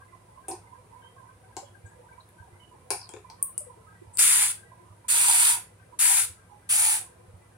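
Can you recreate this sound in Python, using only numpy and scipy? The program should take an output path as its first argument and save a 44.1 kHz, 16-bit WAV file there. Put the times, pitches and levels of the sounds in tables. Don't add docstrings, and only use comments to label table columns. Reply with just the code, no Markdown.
import sys
import numpy as np
from scipy import signal
from scipy.fft import rfft, irfft, next_fast_len
from scipy.io import wavfile
from scipy.ndimage import uniform_filter1d, map_coordinates

SR = 44100
rng = np.random.default_rng(int(sys.argv[2]) if len(sys.argv) > 2 else 0)


def unload_audio(sound):
    columns = np.transpose(np.atleast_2d(sound))
    steps = np.round(np.clip(columns, -1, 1) * 32767)
    wavfile.write(sys.argv[1], SR, steps.astype(np.int16))


N = 333837
TIME = np.arange(N) / SR

# f/Hz, density/dB
FLOOR_SPECTRUM = [(13, -52), (22, -31.5), (76, -3), (103, -3.5), (293, -16), (346, -15), (707, -18),
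                  (958, -21.5), (1260, -20.5), (1660, -24.5), (2070, -25.5), (5140, -33.5), (6960, -32.5),
                  (9680, -22.5), (15900, -54)]
# f/Hz, density/dB
STIR_SPECTRUM = [(250, -33.5), (400, 0), (800, 1), (1300, -5), (2300, -15), (3500, -26)]
FLOOR_RMS_DB, STIR_RMS_DB = -59.5, -65.5
# f/Hz, likeness/1
PORT_LIKENESS = [(60, 0.97), (130, 0.96), (290, 0.96), (640, 0.97), (1400, 0.05), (15000, 0.022)]
# f/Hz, t60/s
ROOM_T60 = [(300, 0.12), (1400, 0.29), (4000, 0.27), (10000, 0.24), (16000, 0.19)]

# f/Hz, mean rms level/dB before pan, phase wander/rad
HUM_TONES = [(101.6, -62, 0.7), (115, -68.5, 1), (170.7, -72, 1.3), (63.3, -73, 8.3)]
# t/s, level/dB before trim and bump shape
BUMPS = [(1.839, -34), (2.401, -35), (2.525, -39), (2.82, -42), (4.072, -38), (4.902, -39.5), (6.293, -34),
         (7.28, -38.5), (7.337, -34)]

# t/s, length/s, level/dB before port trim, f/Hz
LOWER_SWELLS = [(.005, .07, -58, 1020), (.12, .04, -50.5, 1020), (.35, .07, -51.5, 1027),
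                (.63, .05, -58.5, 986), (.71, .07, -60, 985), (.92, .09, -55.5, 1000),
                (1.04, .04, -55.5, 970), (1.16, .12, -58, 1080), (1.47, .07, -61, 1020),
                (1.913, 0.059, -62, 983), (2.03, .04, -53, 920), (2.1, .05, -50.5, 1000),
                (2.173, .04, -54.5, 1004), (2.395, .05, -57.5, 950), (2.71, 0.058, -54, 1010),
                (3.11, .03, -51, 980), (3.24, .025, -48.5, 1000), (3.281, .06, -51.5, 970),
                (3.48, .03, -53, 1037), (3.68, .055, -53, 995), (3.92, .04, -60.5, 982),
                (4.113, .015, -51, 955), (4.71, .06, -54, 1008), (4.84, .05, -62, 980),
                (5.04, .04, -57.5, 995), (5.92, 0.025, -46, 1002), (6.49, .06, -61.5, 1000)]
# t/s, length/s, level/dB before port trim
UPPER_SWELLS = [(0.002, 0.062, -58.5), (.43, 0.048, -61), (.74, .04, -63), (1.02, 0.035, -53),
                (1.172, .03, -58), (1.27, .07, -63), (1.52, .04, -63.5), (1.74, 0.035, -55.5),
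                (1.842, 0.059, -56.5), (1.908, 0.032, -60), (2.08, 0.045, -56), (2.375, .07, -58.5),
                (3.87, .07, -60), (4.57, .1, -59), (5.785, 0.044, -60.5)]
UPPER_BAND_HZ, SWELL_RISE_S = 1584, .009
# f/Hz, width/Hz, level/dB at the louder port, left-right/dB
FAINT_BANDS = [(355, 16, -72, 14.5), (495, 58, -72.5, 0), (766, 50, -84.5, 1.5), (2000, 73, -78.5, -7.5),
               (2370, 80, -82.5, 5.5)]
# t/s, f/Hz, level/dB before flutter, length/s before stretch, left-right/dB
FLICKER_TONES = [(0.29, 870, -51.5, 0.085, -4), (0.085, 2089, -58, 0.022, -17),
                 (0.978, 2244, -61, 0.035, -15), (2.53, 2045, -61.5, 0.065, 4),
                 (2.639, 2890, -54, 0.025, -17), (2.205, 4309, -61, 0.02, 15),
                 (1.651, 2990, -63, 0.04, -15), (1.861, 7960, -61, 0.067, 15), (3.095, 3250, -55, 0.04, -3),
                 (3.39, 1800, -62, 0.03, -10.5), (3.547, 2913, -62, 0.054, 15),
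                 (0.673, 2010, -52.5, 0.017, 0), (1.023, 3124, -54.5, 0.068, -8),
                 (1.437, 760, -54, 0.033, 23), (1.631, 559, -44.5, 0.032, -11),
                 (1.651, 3285, -52, 0.037, -25), (1.866, 6700, -55.5, 0.022, 10),
                 (2.13, 2340, -50, 0.018, 19), (2.21, 3860, -46, 0.0089, 7),
                 (2.604, 3023, -51.5, 0.04, -25), (3.612, 605, -41, 0.018, 21),
                 (3.672, 492, -45, 0.028, 17), (3.776, 447, -51, 0.047, 14),
                 (3.871, 1267, -50, 0.04, -15.5), (3.951, 1950, -56.5, 0.043, -19),
                 (4.021, 361, -46, 0.023, -7), (4.649, 467, -46, 0.023, -24),
                 (4.659, 1955, -58.5, 0.051, -13), (5.17, 493, -44.5, 0.05, 13.5),
                 (6.376, 1324, -58, 0.036, 24), (6.505, 819, -51, 0.076, -13),
                 (7.199, 502, -50.5, 0.032, 20), (7.288, 498.5, -51, 0.06, 13.5)]

# thud/dB, knock/dB, body/dB, clack/dB, edge/dB; left-right/dB, room/dB
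CONTACTS = [(0.4832, -23.5, 8630, 3, -11.5, -12.5, -20.5, -37, -18, 4, 7),
            (0.5132, -43.5, 9000, 3.1, 7.5, 5, -4, 9.5, -28, -5, 6),
            (1.5668, -26, 7140, 2.9, -13, -8.5, -13.5, -2, -39, 6.5, 3.5),
            (2.29, -48, 10300, 3, -25, -26, -11, -23, -19, 10, 2),
            (2.9048, -14.5, 9180, 2.9, -16.5, -12.5, -13, -4.5, -24, 6, 5.5),
            (3.0914, -31.5, 8000, 2.8, -19.5, -18, -17, -9, -29, 9.5, 2),
            (3.1376, -37.5, 7100, 2.9, -1.5, -8, -5, -9, -30, 13, 2.5),
            (3.1648, -52, 7300, 1.9, 13.5, 7, 7.5, -7, -33, 4, 0.6),
            (3.3005, -49, 7610, 2.7, -16.5, 3, -1.5, 12.5, -35, 10, 2.5),
            (3.4272, -6, 9350, 5.6, -57, -50, -59, -52, -6, 5, -4),
            (3.5791, -11.5, 9100, 3.9, -45, -40, -38.5, -30, -22, 7, -2),
            (4.1721, -17.5, 8740, 4.5, -40, -45, -29, -14, -11.5, 11, -3),
            (4.192, -9.5, 8870, 4.1, -46.5, -34, -21, -8.5, -29, 12, 6.5),
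            (5.5642, -21.5, 10130, 3.5, -40, -22, -14, -11, -23, -5, 4),
            (7.013, -29, 9600, 2.6, -31, -19, -18, -23, -27, -16, 3.5)]
# f/Hz, width/Hz, level/dB in group
COUNTER_MODES = [
    [(356.4, 27, 3.5), (423, 36, -0.5), (540, 40, -7.5)],
    [(743, 74, 6.5), (826, 34, 3.5), (890, 49, 2.5), (1051, 62, 1)],
    [(1143, 500, -1), (1430, 150, 6), (1730, 320, 2)],
]
# f/Hz, width/Hz, level/dB in group
BODY_MODES = [(2300, 670, 1.5), (2860, 150, -1), (3480, 580, -3.5)]
# f/Hz, width/Hz, level/dB in group
EDGE_MODES = [(14000, 5500, 0)]
CLACK_HZ, RAP_RE_BODY_DB = 4800, -8
# t/s, length/s, from f/Hz, to f/Hz, width/Hz, level/dB before swell
GLIDES = [(2.952, .14, 5660, 4350, 1293, -51.5), (4.131, 0.049, 8480, 8750, 2587, -46)]

# t/s, rise/s, length/s, fade/s, jet at first/dB, jet before the fade/dB (both before trim),
# middle re jet/dB, hollow note re jet/dB, hollow f/Hz, left-right/dB, left port lag/ms
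PRESSES = [(4.1818, .012, 0.34, .095, -19.5, -22, -13.5, -25, 1012, 2, .092),
           (5.081, .024, 0.48, 0.06, -23.5, -21, -12.5, -19, 984, -1, .2265),
           (5.988, 0.021, .27, 0.06, -21, -23, -14, -21, 986, 4, 0.071),
           (6.6894, 0.021, 0.31, 0.072, -23.5, -24, -14, -20, 923, 1, 0.1854)]
# f/Hz, density/dB
JET_SPECTRUM = [(1760, -39.5), (3000, -24), (4720, -14.5), (5470, -18), (7180, -10), (8310, -5),
                (9490, 0.5), (10400, -3.5), (11600, -15.5), (15100, -20), (15900, -22)]
# f/Hz, density/dB
LOW_JET_SPECTRUM = [(680, -33), (1150, -5), (1450, -0.5), (1840, -1), (2500, 2.5), (3080, -3), (3600, -2),
                    (4680, -25), (7920, -120)]
# f/Hz, left-right/dB
PORT_SHADE = [(500, -1), (900, -6), (1500, -1), (2400, 2), (3800, -8.5), (5500, 1.5), (7500, 2.5),
              (9500, 1), (11500, -6.5), (15500, -7.5)]
FLANK_LIFT_DB = 1.5, -0.5
RISE_DB, FADE_DB = 8.5, 11.5
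HOLLOW_LATE_DB, HOLLOW_GROWS_S = 10, .08
TOP_HZ = 16100


def amp(db):
    return 10 ** (np.asarray(db) / 20)


def unit(x):
    return x / np.sqrt(np.mean(x ** 2) + 1e-20)


def along(points, hz):
    f, v = np.transpose(points)
    return np.interp(np.log(hz + 1), np.log(f + 1), v)


def sides(pan_db):
    return amp(np.array([pan_db / 2, -pan_db / 2]))


def louder_side(pan_db):
    return amp(np.minimum([[pan_db], [-pan_db]], 0))


def wobble(rate_hz, channels=1):
    coarse_s = TIME[::16]
    curves = []
    for _ in range(channels):
        knots = rng.standard_normal(int(N * rate_hz / SR) + 4)
        curves.append(np.interp(TIME, coarse_s, map_coordinates(knots, [coarse_s * rate_hz])))
    return np.array(curves)


def filtered(x, response):
    n = x.shape[-1]
    m = next_fast_len(n + 8192)
    return irfft(rfft(x, m) * response(np.fft.rfftfreq(m, 1 / SR)), m)[..., :n]


def modes(table):
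    def response(f):
        total = 0
        for k, (hz, width_hz, db) in enumerate(table):
            damping = 1j * f * width_hz
            total = total + (-1) ** k * amp(db) * damping / (hz * hz - f * f + damping)
        return total
    return response


def add(out, x, s):
    part = out[:, max(round(s * SR), 0):][:, :x.shape[1]]
    part += x[:, :part.shape[1]]


def paired(x):
    def mid_side(f):
        angle = np.arccos(np.clip(along(PORT_LIKENESS, f), -1, 1)) / 2
        return np.array([np.cos(angle), np.sin(angle)])
    mid, side = filtered(x, mid_side)
    return np.array([mid + side, mid - side])


def patchy(depth_db, size=(4, 8)):
    z = signal.stft(rng.standard_normal((3, N)), nperseg=512)[2]
    field = uniform_filter1d(rng.standard_normal(z.shape[1:]), size=size[0], axis=0)
    field = uniform_filter1d(field, size=size[1], axis=1)
    return signal.istft(z * amp(depth_db * unit(field)), nperseg=512)[1][:, :N]


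def narrow(hz, width_hz):
    t = np.arange(len(hz)) * width_hz / SR
    knots = rng.standard_normal((4, int(t[-1]) + 2))
    curves = np.array([np.interp(t, np.arange(len(k)), k) for k in knots])
    a, b = curves.reshape(2, 2, -1)
    phase = 2 * np.pi * np.cumsum(hz) / SR
    return unit(a * np.cos(phase) + b * np.sin(phase))


def room(x, gap_s):
    hz, t, z = signal.stft(paired(rng.standard_normal((2, SR // 2))), SR, nperseg=256)
    decay = amp(-60 * t / along(ROOM_T60, hz)[:, None])
    tail = signal.istft(z * decay, SR, nperseg=256)[1]
    tail = np.pad(tail / np.linalg.norm(tail[0]), ((0, 0), (round(gap_s * SR), 0)))
    return signal.fftconvolve(np.atleast_2d(x), tail, axes=1)


def air():
    stir = filtered(patchy(depth_db=7.0, size=(1, 9))[:2], lambda f: amp(along(STIR_SPECTRUM, f)))
    still = filtered(paired(rng.standard_normal((2, N))), lambda f: amp(along(FLOOR_SPECTRUM, f)))
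    return amp(FLOOR_RMS_DB) * unit(still) + amp(STIR_RMS_DB) * unit(stir)


def appliance():
    hum = 0
    for hz, db, wander_rad in HUM_TONES:
        level = np.sqrt(2) * amp(db + 2.2 * wobble(6.9)[0])
        hum = hum + level * np.sin(2 * np.pi * hz * TIME + wander_rad * wobble(3.2)[0])
    out = hum * sides(-2.2)[:, None]
    t = np.arange(SR // 8) / SR
    bump = np.sin(2 * np.pi * 95 * t) * (t / 0.018) * np.exp(1 - t / 0.01)
    for s, db in BUMPS:
        add(out, amp(db - 3) * sides(-4)[:, None] * bump, s)
    return out


def swells(rows):
    gain = 0
    for s, length_s, db, *_ in rows:
        since_s = np.maximum(TIME - s, 0)
        rise = 1 - np.exp(-(since_s / SWELL_RISE_S) ** 2)
        gain = gain + amp(db) * rise * np.exp(-(since_s / length_s) ** 2)
    return gain


def wavering():
    s, _, _, lower_hz = np.transpose(LOWER_SWELLS)
    lower = narrow(np.interp(TIME, s, lower_hz) * (1 + .03 * wobble(12)[0]), width_hz=140)
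    upper = narrow(UPPER_BAND_HZ * (1 + .02 * wobble(12)[0]), width_hz=110)
    lower_gain = swells(LOWER_SWELLS) + amp(-70.5 + 6 * wobble(14))
    upper_gain = swells(UPPER_SWELLS) + amp(-81 + 7 * wobble(9))
    out = amp([[-8], [5]]) * lower_gain * lower
    out += amp([[5], [-8]]) * upper_gain * upper
    for hz, width_hz, db, pan_db in FAINT_BANDS:
        level = amp(db + 6.2 * wobble(15))
        out += level * louder_side(pan_db) * narrow(np.full(N, hz), width_hz)
    return out


def flickers():
    chance = rng.random((420, 5)).T
    scatter = np.transpose([chance[0] * N / SR,
                            300 * 8 ** chance[1],
                            -60 - 12 * chance[1] - 6 * chance[2],
                            .02 + .03 * chance[3],
                            30 * (chance[4] - .5)])
    out, t = np.zeros((2, N)), np.arange(SR // 9) / SR
    for s, hz, db, length_s, pan_db in [*FLICKER_TONES, *scatter]:
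        swell = (1 - np.exp(-(t / 0.0047) ** 2)) * np.exp(-(t / (1.1 * length_s)) ** 2)
        bend, flutter = (np.interp(t * 90, np.arange(32), k) for k in rng.standard_normal((2, 32)))
        cycles = np.cumsum(hz * (1 + .02 * bend)) / SR + rng.random((2, 1))
        tone = amp(4.5 * flutter) * swell * np.sin(2 * np.pi * cycles)
        add(out, amp(db) * louder_side(pan_db) * tone, s - .008)
    return out + amp(-4.5) * room(out, gap_s=0.0056)[:, :N]


def contacts():
    out, t = np.zeros((2, N)), np.arange(SR // 8) / SR
    for (s, db, crack_hz, crack_q, thud_db, knock_db, body_db, clack_db, edge_db,
         pan_db, room_db) in CONTACTS:
        blow = .11 * amp(-60 * t / .012) * rng.standard_normal(len(t))
        blow[0] += 1
        parts = [(COUNTER_MODES[0], thud_db, 1),
                 (COUNTER_MODES[1], knock_db, 1),
                 (COUNTER_MODES[2], body_db + RAP_RE_BODY_DB, 2),
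                 (BODY_MODES, body_db, 2),
                 ([(CLACK_HZ, 2300, 0)], clack_db, 2),
                 ([(crack_hz, crack_hz / crack_q, 0)], 0, 3),
                 (EDGE_MODES, edge_db, 4)]
        sound = 0
        for table, level_db, passes in parts:
            ring = filtered(blow, lambda f: modes(table)(f) ** passes)
            sound = sound + amp(db + level_db) * ring / np.abs(ring).max()
        ports = [np.roll(sound, shift=1), sound]
        add(out, sides(pan_db)[:, None] * ports, s)
        add(out, amp(room_db) * sides(0.35 * pan_db)[:, None] * room(sound, gap_s=.0015), s)
    return out


def glides():
    out = np.zeros((2, N))
    for s, length_s, from_hz, to_hz, width_hz, db in GLIDES:
        u = np.linspace(0, 1, round(length_s * SR))
        grain_db = 4.3 * np.interp(u * length_s * 400, np.arange(80), rng.standard_normal(80))
        band = narrow(from_hz + (to_hz - from_hz) * u, width_hz)
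        add(out, amp(db + grain_db) * np.sin(np.pi * u) * band, s)
    return out


def spray():
    out = np.zeros((2, N))
    bright = unit(filtered(patchy(depth_db=1.1), lambda f: amp(along(JET_SPECTRUM, f))))
    low = unit(filtered(patchy(depth_db=1.4), lambda f: amp(along(LOW_JET_SPECTRUM, f))))
    gusts = patchy(depth_db=5.5)
    sputter = amp(0.78 * wobble(250) + 0.32 * wobble(40))
    shared_power = .55
    for (s, rise_s, length_s, fade_s, first_db, last_db, low_db, hollow_db, hollow_hz,
         pan_db, lag_ms) in PRESSES:
        span = slice(round(s * SR), round((s + length_s) * SR))
        t = TIME[span] - s
        valve = np.clip(t / .0045, 0, 1) * np.clip((length_s - t) / .004, 0, 1)
        jet_db = np.interp(t, [0, rise_s, length_s - fade_s, length_s],
                           [first_db - RISE_DB, first_db, last_db, last_db - FADE_DB])
        hollow_modes = modes([(.78 * hollow_hz, 200, -5), (hollow_hz, 120, 0)])
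        hollow = unit(filtered(gusts[:, span], lambda f: hollow_modes(f) ** 2))
        hollow = hollow * amp(hollow_db - HOLLOW_LATE_DB * np.exp(-t / HOLLOW_GROWS_S))
        flank = filtered(bright[:, span], lambda f: np.exp(-((f - 7200) / 1300) ** 2))
        flank_gain = amp(np.interp(t, [0, length_s], FLANK_LIFT_DB)) - 1
        jet = bright[:, span] + flank_gain * flank + amp(low_db) * low[:, span] + hollow
        jet = jet * valve * amp(jet_db) * sputter[:, span]
        late = filtered(jet[0], lambda f: np.exp(-2j * np.pi * f * lag_ms / 1000))
        direct = np.array([late, jet[0]])
        near = np.sqrt(shared_power) * direct + np.sqrt(1 - shared_power) * jet[1:]
        add(out, amp(2.0) * near * sides(pan_db)[:, None], s)
        add(out, amp(-4.5) * room(jet[0], gap_s=.004), s)
    return filtered(out, lambda f: sides(along(PORT_SHADE, f)))


def scene():
    return air() + appliance() + wavering() + flickers() + contacts() + glides() + spray()


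def record(dry):
    rounded = dry / (1 + np.abs(dry / .85) ** 6) ** (1 / 6)
    return filtered(rounded, lambda f: np.clip((TOP_HZ - f) / 300, 0, 1) ** 2)


dry = scene()
out = record(dry)
unload_audio(out)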